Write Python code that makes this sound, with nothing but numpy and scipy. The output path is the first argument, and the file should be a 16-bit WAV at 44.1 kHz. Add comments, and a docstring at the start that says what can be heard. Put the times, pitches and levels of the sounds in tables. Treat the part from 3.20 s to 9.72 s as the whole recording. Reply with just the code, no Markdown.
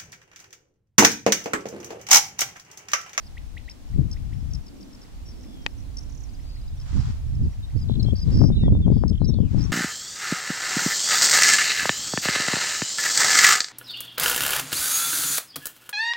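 """Gusty wind buffets the two ports (openings) of a microphone, harder towards the end.
Its swirls of air make a low rumble, a ragged spatter and a few sharp slaps. Small birds, near and
far, chirp, twitter and trill in an open field: each note is a whistle with a moving pitch.
Something taps the camera body once and it rings briefly. In the background, puffs of wind rustle
the grass over a soft wash of open air and far traffic."""
import sys
import numpy as np
from scipy import signal
from scipy.fft import rfft, irfft
from scipy.io import wavfile
from scipy.ndimage import uniform_filter1d

SR = 44100
rng = np.random.default_rng(int(sys.argv[2]) if len(sys.argv) > 2 else 0)


def unload_audio(sound):
    """Save the sound as a 16-bit wav file, at the path given as the first command line argument."""
    columns = np.transpose(np.atleast_2d(sound))
    # keep every value between -1 and 1, then stretch to whole-number steps
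    steps = np.round(np.clip(columns, -1, 1) * 32767)
    wavfile.write(sys.argv[1], SR, steps.astype(np.int16))


N = 287532
TIME, FREQS = np.arange(N) / SR, np.fft.rfftfreq(N, 1 / SR)

# Levels in the tables are relative: the functions turn them up or down further.
# How strong the wind is at each port. Each row: time in seconds, left in dB, right in dB.
WIND_STRENGTH = [(0, -45.5, -43), (.2, -33, -39.5), (.45, -33, -49), (.57, -48, -53), (.72, -28, -34),
                 (1.38, -24.5, -36), (1.47, -44.5, -47), (1.87, -49, -48), (1.98, -36, -34.5),
                 (2.3, -45, -40), (2.62, -39, -31), (3.1, -40, -31), (3.45, -33, -31), (3.7, -33, -29.5),
                 (4.25, -25, -21), (4.5, -31, -36), (4.69, -19.5, -29), (5.07, -15, -24.5),
                 (5.52, -18, -14.5), (5.82, -17, -27.5), (6.37, -15.5, -29), (6.52, -23, -38)]
# Short gusts (+) and lulls (-) on top of that.
# Each row: peak time in seconds, half width in seconds, left change in dB, right change in dB.
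GUSTS = [(.804, .048, 10.5, 8), (3.533, .015, 6, 0), (3.775, .038, 7, 15), (3.884, .027, 10, 0),
         (4.0, .025, -3, -4), (4.24, .033, 6, 4), (4.337, .02, -6.5, -9), (4.562, .033, -2.5, 17.5),
         (5.013, .039, -8, -4.5), (5.167, .023, -4, 12), (5.235, .029, 4.5, -3), (5.382, .019, -10, 5),
         (5.496, .042, 2.5, 3), (5.71, .035, 3.5, 3), (5.982, .015, -7.5, 1), (6.293, .027, -6.5, -2),
         (6.4, .018, 0, 6)]
# The tone of the wind's layers. Each row: frequency in Hz, level in dB.
FIRM_RUMBLE_TONE = [(8, -18), (25, -6), (45, -3.5), (70, 0), (105, -2), (140, -7), (185, -21), (400, -59),
                    (2000, -130)]  # big swirls in a firm gust
LIGHT_RUMBLE_TONE = [(8, -13.5), (25, 2.5), (45, 1.5), (70, -0.5), (105, -13), (160, -25.5), (300, -54),
                     (2000, -130)]  # big swirls in light air
BUFFET_TONE = [(70, -24.5), (110, 0), (150, -1), (210, -3), (300, -12.5), (420, -27.5), (600, -40),
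               (1000, -71), (6000, -125)]  # smaller, quicker swirls
SPATTER_TONE = [(150, -18), (330, 7), (480, 1.5), (700, -11), (1000, -19), (1500, -34.5), (2500, -40.5),
                (9000, -96)]  # the rough edge of hard gusts
# The hardest swirls at the left port. Each row: time in seconds, peak in dB, width in seconds.
SLAPS = [(0.762, -9, 0.0025), (0.793, -7, 0.0018), (4.698, -14, 0.00074), (4.887, -15.5, 0.00082),
         (4.935, -7, .0017), (5.217, -6.5, 0.00065), (5.239, -13.5, 0.00052), (5.303, -13, 0.00077),
         (5.437, -16, 0.00073), (5.482, -9, 0.00074), (5.505, -17, .001), (5.552, -16, 0.00075),
         (5.681, -9, 0.00078), (5.703, -3.5, .0011), (5.77, -14, 0.00098), (5.8379, -6, 0.00052),
         (6.018, -10.5, 0.0007), (6.188, -12.5, 0.00093), (6.347, -15, 0.00083)]

# A ground bird's upward flicks. Each row: start in seconds, level in dB.
FLICKS = [(0.1686, -43), (0.367, -41), (0.4788, -43.5), (0.7321, -61), (0.9618, -53.5), (1.1234, -53),
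          (1.8438, -61), (2.2379, -60), (3.1909, -59), (3.3605, -60), (4.3259, -59), (4.4966, -59)]
# The nearest bird's hoarse calls. Each row: start in seconds, level in dB, pitch in Hz.
CHIRPS = [(0.4962, -40, 5300), (0.9134, -37, 5460), (1.3339, -38, 5480), (1.816, -48.5, 5250),
          (2.7695, -35, 5600), (3.599, -47, 5300), (5.8793, -38, 5250)]
# Notes that rise and fall. Each row: delay in seconds, length in seconds, level change in dB,
# then the pitch at the start, middle and end as a multiple of the call's pitch.
CHIRP_NOTES = [(0, .0063, 0, .89, 1.04, 1.01), (.012, .0135, -2.5, .87, .99, .95)]  # the two notes of a chirp
SEESAW_LAST_NOTE = [(.003, .028, 3, .975, 1, .905)]  # the note that closes a seesaw
# The singer seesaws between a low and a high note. Each row: start in seconds, number of pairs,
# length of a pair in seconds, level in dB, centre pitch in Hz.
SEESAWS = [(4.5659, 2, .0215, -47.5, 5020), (4.954, 3, .0187, -37.5, 5020)]
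# Single sliding whistles. Each row: bird, start in seconds, length in seconds, level in dB,
# first pitch in Hz, last pitch in Hz.
SLIDES = [("singer", .0643, .016, -47, 5300, 4060), ("singer", 1.308, .01, -48, 5700, 4410),
          ("warbler", 2.26, .22, -61, 3480, 3000), ("twitterer", 3.134, .015, -57, 6700, 4900),
          ("warbler", 3.24, .17, -57.5, 4620, 4230), ("singer", 3.785, .043, -47, 5100, 5010),
          ("singer", 4.1513, .007, -48, 5700, 4900), ("singer", 4.2265, .03, -55, 5300, 4080),
          ("warbler", 4.4251, .035, -50, 3760, 3820), ("warbler", 4.7943, .02, -38, 4350, 3900),
          ("near", 4.8266, .0097, -36.5, 4850, 5600), ("warbler", 4.8423, .0097, -42, 4210, 4100),
          ("warbler", 5.3205, .023, -47, 3640, 3690), ("warbler", 5.343, .152, -47, 3950, 3220),
          ("warbler", 5.352, .028, -48, 3750, 3350), ("warbler", 5.3728, .056, -59, 2880, 2700),
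          ("warbler", 5.4241, .047, -55, 1910, 1980), ("warbler", 5.535, .048, -53, 3630, 3520),
          ("warbler", 5.6154, .049, -50, 3550, 3100), ("singer", 6.0774, .029, -33.5, 5780, 5150),
          ("warbler", 6.1393, .005, -39, 4400, 4430), ("singer", 6.3826, .019, -40, 5150, 5500),
          ("singer", 6.4053, .008, -35, 5190, 4530), ("singer", 6.4443, .02, -38, 5850, 5240)]
# Quick runs of like notes. Each row: bird, start in seconds, number of notes, spacing in seconds,
# level in dB, pitch in Hz, slide within a note in octaves, climb per note in octaves.
RUNS = [("near", 1.4631, 2, .017, -49.5, 5280, -.22, -.1), ("near", 1.6072, 2, .019, -50, 5400, -.33, -.08),
        ("near", 1.7286, 2, .018, -51, 5400, -.2, -.04),
        ("twitterer", 2.2071, 2, .021, -56, 5750, -.28, .06),
        ("twitterer", 2.4179, 2, .021, -56, 5500, -.22, 0),
        ("twitterer", 2.5787, 2, .021, -55, 5800, -.3, 0),
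        ("twitterer", 2.8052, 2, .024, -51, 5800, -.4, 0),
        ("twitterer", 2.895, 6, .0247, -52, 6050, -.45, 0), ("singer", 3.0895, 2, .058, -52, 4900, .07, 0),
        ("singer", 3.2957, 4, .057, -52, 4930, .08, 0), ("warbler", 4.6867, 5, .015, -47, 3670, -.48, 0),
        ("warbler", 4.8589, 4, .0145, -45, 3300, 0, 0), ("warbler", 5.927, 3, .0235, -49.5, 3250, -.3, 0),
        ("singer", 6.044, 2, .009, -34.5, 4950, -.14, .09), ("singer", 6.4165, 3, .01, -35, 5220, .25, .08)]
# Buzzy trills. Each row: start in seconds, length in seconds, level in dB, first pitch in Hz,
# last pitch in Hz, pitch swing in Hz, swings per second, depth of throb from 0 to 1.
TRILLS = [(0.021, 0.052, -56, 4770, 4880, 300, 270, .3), (2.055, .066, -47, 5500, 5300, 250, 420, 0.4),
          (2.127, 0.24, -57, 5320, 5100, 200, 83, .95), (3.304, 0.39, -63.5, 4150, 2910, 170, 22, 0.8),
          (5.069, 0.04, -51.5, 3820, 3860, 350, 135, 0.64), (5.113, .184, -37.5, 5080, 5290, 390, 117, .05),
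          (5.71, .135, -52, 4670, 5000, 330, 150, .95), (5.68, .16, -58.5, 3500, 3150, 200, 89, .7),
          (5.998, .2, -50.5, 4130, 3280, 120, 110, .95), (6.18, 0.125, -56, 3330, 2250, 200, 83, 0.5)]

# The camera body's ringing tones. Each row: frequency in Hz, left level in dB, right level in dB,
# seconds to fade by 60 dB.
BODY_RINGS = [(740, -27, -28, 0.022), (980, -29, -42, 0.013), (1550, -53, -53, .011),
              (1900, -17, -30, 0.017), (2530, -13, -21, 0.015), (3004, -9, -33, 0.0052),
              (3750, -33, -19, 0.0065), (4460, -25, -42, 0.014), (5300, -39, -25, .007),
              (7300, -52, -27, 0.0091)]
# Its many weaker rings, blurred into a crack. Each row: frequency in Hz, level in dB.
CRACK_TONE = [(150, -14), (700, 1), (2000, -4), (3500, -13), (7000, -11), (11000, -40)]

# Puffs through the grass. Each row: peak time in seconds, half width in seconds, level in dB.
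PUFFS = [(1.83, .13, -62), (3.8, 0.1, -47), (5.15, 0.069, -52), (6.44, 0.097, -49.5)]
# The tone of the background sounds. Each row: frequency in Hz, level in dB.
GRASS_TONE = [(300, -23), (800, 3.5), (1300, 3), (2000, -2), (3000, -4), (5000, -3), (7500, -8),
              (10000, -24.5), (15000, -48)]  # rustling stalks
AIR_TONE = [(30, 4.5), (150, 2.5), (260, -1.5), (400, -11.5), (750, -10.5), (1340, -17.5), (2000, -18.5),
            (3900, -19.5), (5400, -20.5), (7000, -24), (9000, -27.5), (15500, -32.5)]  # the wash of open air and far traffic
RIGHT_HISS_TONE = [(4000, -17), (7500, -7), (11500, -19)]  # extra hiss at the right port
TRAFFIC_TONE = [(100, -25.5), (190, 1.5), (285, 4), (370, -8), (550, -14), (1200, -44.5)]  # the low drone of traffic
# How the background rises and falls. Each row: time in seconds, level in dB.
TRAFFIC_LEVEL = [(0, -66), (.6, -55), (1.3, -60), (1.6, -45), (1.9, -56), (2.3, -45), (2.6, -53),
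                 (3.1, -52), (3.6, -66)]  # the drone comes and goes
BACKGROUND_DIP = [(5.2, 0.7), (5.56, -3.8), (6.22, -4.3), (6.34, 0)]  # air, traffic and far birds sink under the hardest wind


def wind():
    """The two ports meet unrelated swirls of air; the left faces the wind and takes its slaps."""
    gust_left, gust_right = sum(np.outer(ports_db, bell(s, width)) for s, width, *ports_db in GUSTS)
    left = port_wind(curve(WIND_STRENGTH, column=1) + gust_left, firm_buffet_db=-30.5, spatter_db=-32.5)
    right = port_wind(curve(WIND_STRENGTH, column=2) + gust_right, firm_buffet_db=-39, spatter_db=-35)
    half = SR // 100
    for s, db, width in SLAPS:
        u = np.arange(-half, half) / SR / width
        suction = (1 - u ** 2) / (1 + u ** 2) ** 2  # a swirl passes: a dip between two soft shoulders
        add(left, s - half / SR, -amp(db) * suction * np.hanning(len(u)))
    return np.array([left, right])


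def port_wind(strength_db, firm_buffet_db, spatter_db, firm_wind_db=-22, rumble_limit_db=-9.5):
    """Big swirls rumble at one port, smaller ones buffet it, and spatter grows steeply in hard gusts."""
    rumble_db = strength_db - 10 * np.log10(1 + amp(strength_db - rumble_limit_db) ** 2)
    buffet_db = firm_buffet_db + 2.25 * (strength_db - firm_wind_db)
    firmness = np.clip(1 + (strength_db - firm_wind_db) / 12, 0, 1)  # faster air sheds quicker swirls
    swirls = np.sqrt(firmness) * noise(FIRM_RUMBLE_TONE)
    swirls += np.sqrt(1 - firmness) * noise(LIGHT_RUMBLE_TONE)
    rumble = amp(rumble_db) * steadied(swirls, .065)
    bursts = drift(35)  # buffet and spatter come in the same ragged bursts
    buffet = amp(buffet_db) * steadied(noise(BUFFET_TONE) * amp(4.3 * bursts), .08)
    spatter_gain = amp(spatter_db + 1.39 * (buffet_db + 14))
    spatter = spatter_gain * steadied(noise(SPATTER_TONE) * amp(8.1 * bursts), .067)
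    return rumble + buffet + spatter


def birds():
    """Each bird calls from its own direction; the farther ones carry more echo."""
    mix = amp(-2) * place(flicks(), .1, -.000024, echo_db=-7.5)
    near = sing(chirps() + song("near"), hoarse=.2, waver=.018, overtone_db=-2)
    mix += amp(-1) * place(near, 2.5, .00004, echo_db=-16.5)
    singer = sing(seesaws() + song("singer"), hoarse=.027, waver=.0056)
    mix += amp(-5.5) * place(singer, 1.3, .00005, echo_db=-15)
    twitterer = sing(song("twitterer"), hoarse=.03, waver=.0053)
    mix += amp(-3) * place(twitterer, -5.5, -.000011, echo_db=-6)
    warbler = sing(song("warbler"), hoarse=.11, waver=.012)
    mix += amp(-.5) * place(warbler, .94, -.00011, echo_db=-13.5, fade_s=.3)
    return mix + amp(-6.5) * place(trills(), 1.1, .00005, echo_db=-14)


def sing(notes, hoarse, waver, rasp_hz=900, overtone_db=-26):
    """Whistled notes; a second, unsteady vibration in the bird's voice box adds a rasp as each peaks."""
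    out, wobble = np.zeros(N), 1 + waver * drift(250)
    flutter = whistle(rasp_hz * (1 + .35 * drift(370)))
    for s, length, db, start_hz, middle_hz, end_hz in notes:
        u = np.linspace(0, 1, max(int(length * SR), 32))  # progress through the note
        span = slice(int(s * SR), int(s * SR) + len(u))
        hz = np.polyval(np.polyfit([0, .5, 1], [start_hz, middle_hz, end_hz], 2), u) * wobble[span]
        swell = abs(np.sin(np.pi * u)) ** .44
        rasp = hoarse * swell ** 2 * flutter[span]
        overtone = amp(overtone_db) * rasp * whistle(hz * 7 / 5)
        add(out, s, amp(db) * swell * ((1 + rasp) * whistle(hz) + overtone))
    return out


def chirps():
    """Lists the notes of the near bird's repeated two-note call."""
    return [note for row in CHIRPS for note in call_notes(CHIRP_NOTES, *row)]


def seesaws(step_octaves=.095, slide_octaves=.19):
    """Lists low rising and high falling notes in turn, then one note to close each phrase."""
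    notes = []
    for s, pairs, pair_s, db, hz in SEESAWS:
        for k in range(2 * round(pairs)):
            side = (-1) ** k
            pitch = hz * 2 ** (-side * step_octaves)
            notes.append(glide(s + k * pair_s / 2, .43 * pair_s, db, pitch, side * slide_octaves))
        notes += call_notes(SEESAW_LAST_NOTE, s + round(pairs) * pair_s, db, hz)
    return notes


def song(bird, longest_run_note_s=.0105, slowing=.06, growth_db=.7):
    """Lists one bird's slides, which bend most near the end, and its runs, which slow and swell."""
    notes = [(s, length, db, start_hz, start_hz + .3 * (end_hz - start_hz), end_hz)
             for who, s, length, db, start_hz, end_hz in SLIDES if who == bird]
    for who, s, count, spacing, db, hz, slide, climb in RUNS:
        if who == bird:
            length = min(longest_run_note_s, .68 * spacing)
            for k in range(round(count)):
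                start = s + k * spacing * (1 + slowing * (k - 1) / 2)
                notes.append(glide(start, length, db + k * growth_db, hz * 2 ** (k * climb), slide))
    return notes


def flicks(length_s=.0155, low_hz=1830, lift_hz=350, flick_hz=2350):
    """A ground bird's call stays low, then flicks up by over an octave as it fades."""
    out, u = np.zeros(N), np.linspace(0, 1, int(length_s * SR))
    swell = abs(np.sin(np.pi * u ** 1.3)) ** .34
    call = swell * whistle(low_hz + lift_hz * u + flick_hz * u ** 5.3)
    for s, db in FLICKS:
        add(out, s, amp(db) * call)
    return out


def trills(rough_db=2.4):
    """The pitch swings quickly about a sliding centre, and the loudness throbs with it."""
    out, wobble, tremor = np.zeros(N), drift(41), drift(140)
    for s, length, db, start_hz, end_hz, swing_hz, rate, throb in TRILLS:
        u = np.linspace(0, 1, int(length * SR))
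        span = slice(int(s * SR), int(s * SR) + len(u))
        phase = 2 * np.pi * np.cumsum(rate * (1 + .027 * wobble[span])) / SR
        centre_hz = start_hz + (end_hz - start_hz) * u ** 1.5
        hz = centre_hz + swing_hz * (np.sin(phase) + .2 * np.sin(2 * phase)) + 45 * tremor[span]
        pulse = unit(abs(1 + np.clip(throb, 0, 1) * np.sin(phase + 1.3)) ** 1.1)
        swell = abs(np.sin(np.pi * u)) ** .3
        add(out, s, amp(db + rough_db * tremor[span]) * pulse * swell * whistle(hz))
    return out


def camera_tap(at_s=2.4637, push_db=-15, push_s=.0001, crack_db=-25, crack_fade_s=.019, cutoff_hz=6500):
    """One hard tap pushes the left port and rings the camera body briefly."""
    t, out = np.arange(SR // 10) / SR, np.zeros((2, N))
    left_s = at_s + .0001
    add(out[0], left_s, -amp(push_db) * t / push_s * np.exp(1 - t / push_s))
    for port, side_db in zip(out, (0, -7)):
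        add(port, at_s, noise(CRACK_TONE)[:len(t)] * amp(crack_db + side_db - 60 * t / crack_fade_s))
    for k, (hz, left_db, right_db, fade_s) in enumerate(BODY_RINGS):
        ring = amp(-60 * t / fade_s) * np.sin(2 * np.pi * hz * t)
        add(out[0], left_s, -amp(left_db) * ring)
        add(out[1], at_s, (-1) ** k * amp(right_db) * ring)  # every other ring moves the opposite way
    return signal.sosfilt(signal.butter(4, cutoff_hz, fs=SR, output="sos"), out)


def grass():
    """Puffs of wind swell through the stalks and rustle them, a little louder on the right."""
    swell = sum(amp(db) * bell(s, width) for s, width, db in PUFFS)
    return np.array([noise(GRASS_TONE) * amp(side_db + 1.9 * drift(70)) for side_db in (-1, 1)]) * swell


def far_birds(count=60, level_db=-66):
    """Random scraps of song from birds at the edge of hearing."""
    when, long, loud, pitch, bend = rng.random((count, 5)).T
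    hz, fall = 3400 + 2600 * np.sqrt(pitch), .16 * (bend - .3)
    starts, lengths, levels = when * (TIME[-1] - .1), .008 + .035 * long ** 3, level_db + 6 * (loud - .5)
    notes = np.transpose([starts, lengths, levels, hz * (1 + fall), hz, hz * (1 - fall)])
    return place(sing(notes, hoarse=.05, waver=.017), -1, 0, echo_db=-5)


def air_and_traffic(wash_db=-50, hiss_db=-68):
    """The soft wash of the open field with a far drone of traffic."""
    left = amp(wash_db) * noise(AIR_TONE) * amp(.43 * drift(8))
    right = amp(wash_db - .63) * noise(AIR_TONE) * amp(.43 * drift(15))
    right += amp(hiss_db) * noise(RIGHT_HISS_TONE)
    drone = np.array([noise(TRAFFIC_TONE), noise(TRAFFIC_TONE)]) * amp(curve(TRAFFIC_LEVEL))
    return np.array([left, right]) + drone


def place(x, left_louder_db, right_delay_s, echo_db, fade_s=.23):
    """Gives a sound a direction and adds the faint echo that the field scatters back."""
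    t = np.arange(SR // 2) / SR
    delayed = irfft(rfft(x) * np.exp(-2j * np.pi * FREQS * right_delay_s), N)
    direct = np.array([x * amp(left_louder_db / 2), delayed * amp(-left_louder_db / 2)])
    tails = [unit(rng.standard_normal(len(t)) * amp(-60 * t / fade_s)) / np.sqrt(len(t)) for _ in "LR"]
    echo = np.array([signal.fftconvolve(x, tail)[:N] for tail in tails])
    return direct + amp(echo_db) * echo


def glide(s, length, db, hz, octaves):
    """Describes one note that slides evenly through hz."""
    return s, length, db, hz * 2 ** (-octaves / 2), hz, hz * 2 ** (octaves / 2)


def call_notes(shape, s, db, hz):
    """Lists the notes of a set call at a given time, level and pitch."""
    return [(s + delay, length, db + step_db, hz * start, hz * middle, hz * end)
            for delay, length, step_db, start, middle, end in shape]


def whistle(hz):
    """A pure tone that follows a pitch curve."""
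    return np.sqrt(2) * np.sin(2 * np.pi * np.cumsum(hz) / SR)


def noise(tone):
    """Noise coloured by a table of frequencies and levels."""
    hz, db = np.transpose(tone)
    return shaped(amp(np.interp(np.log(FREQS + 1), np.log(hz), db)))


def drift(hz):
    """A random wobble, up to about hz times a second."""
    return shaped(np.exp(-(FREQS / hz) ** 2))


def shaped(gain):
    """Noise of average size 1, shaped by a gain for each frequency."""
    spectrum = rng.standard_normal(len(FREQS)) + 1j * rng.standard_normal(len(FREQS))
    return unit(irfft(gain * spectrum, N))


def steadied(x, span_s):
    """Evens out swells longer than span_s seconds."""
    power = abs(uniform_filter1d(x ** 2, max(int(span_s * SR), 2)))
    return x / np.sqrt(power + .0067)


def bell(s, width):
    """A smooth swell of height 1 around time s."""
    return np.exp(-.5 * ((TIME - s) / width) ** 2)


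def curve(rows, column=1):
    """Joins the points of a timed table with straight lines."""
    rows = np.asarray(rows)
    return np.interp(TIME, rows[:, 0], rows[:, column])


def amp(db):
    """Turns decibels into a gain."""
    return 10 ** (np.asarray(db) / 20)


def unit(x):
    """Scales a signal to an average size (rms) of 1."""
    return x / np.sqrt(np.mean(x ** 2) + 1e-20)


def add(mix, s, sound):
    """Mixes a sound in at s seconds."""
    part = mix[max(round(s * SR), 0):][:len(sound)]
    part += sound[:len(part)]


def scene():
    """Wind on the microphone and one tap, in front of the birds and the field."""
    dip = amp(curve(BACKGROUND_DIP))
    field = birds() + (far_birds() + air_and_traffic()) * dip + grass()
    return wind() + camera_tap() + field


def record(dry):
    """Rounds off the strongest buffets near full scale, then cuts the treble above 15800 Hz."""
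    rounded = dry / (1 + dry ** 4) ** (1 / 4)
    treble_cut = signal.firwin(511, 15800, window=("kaiser", 9), fs=SR)
    return signal.oaconvolve(rounded, treble_cut[None], "same")


dry = scene()
out = record(dry)
unload_audio(out)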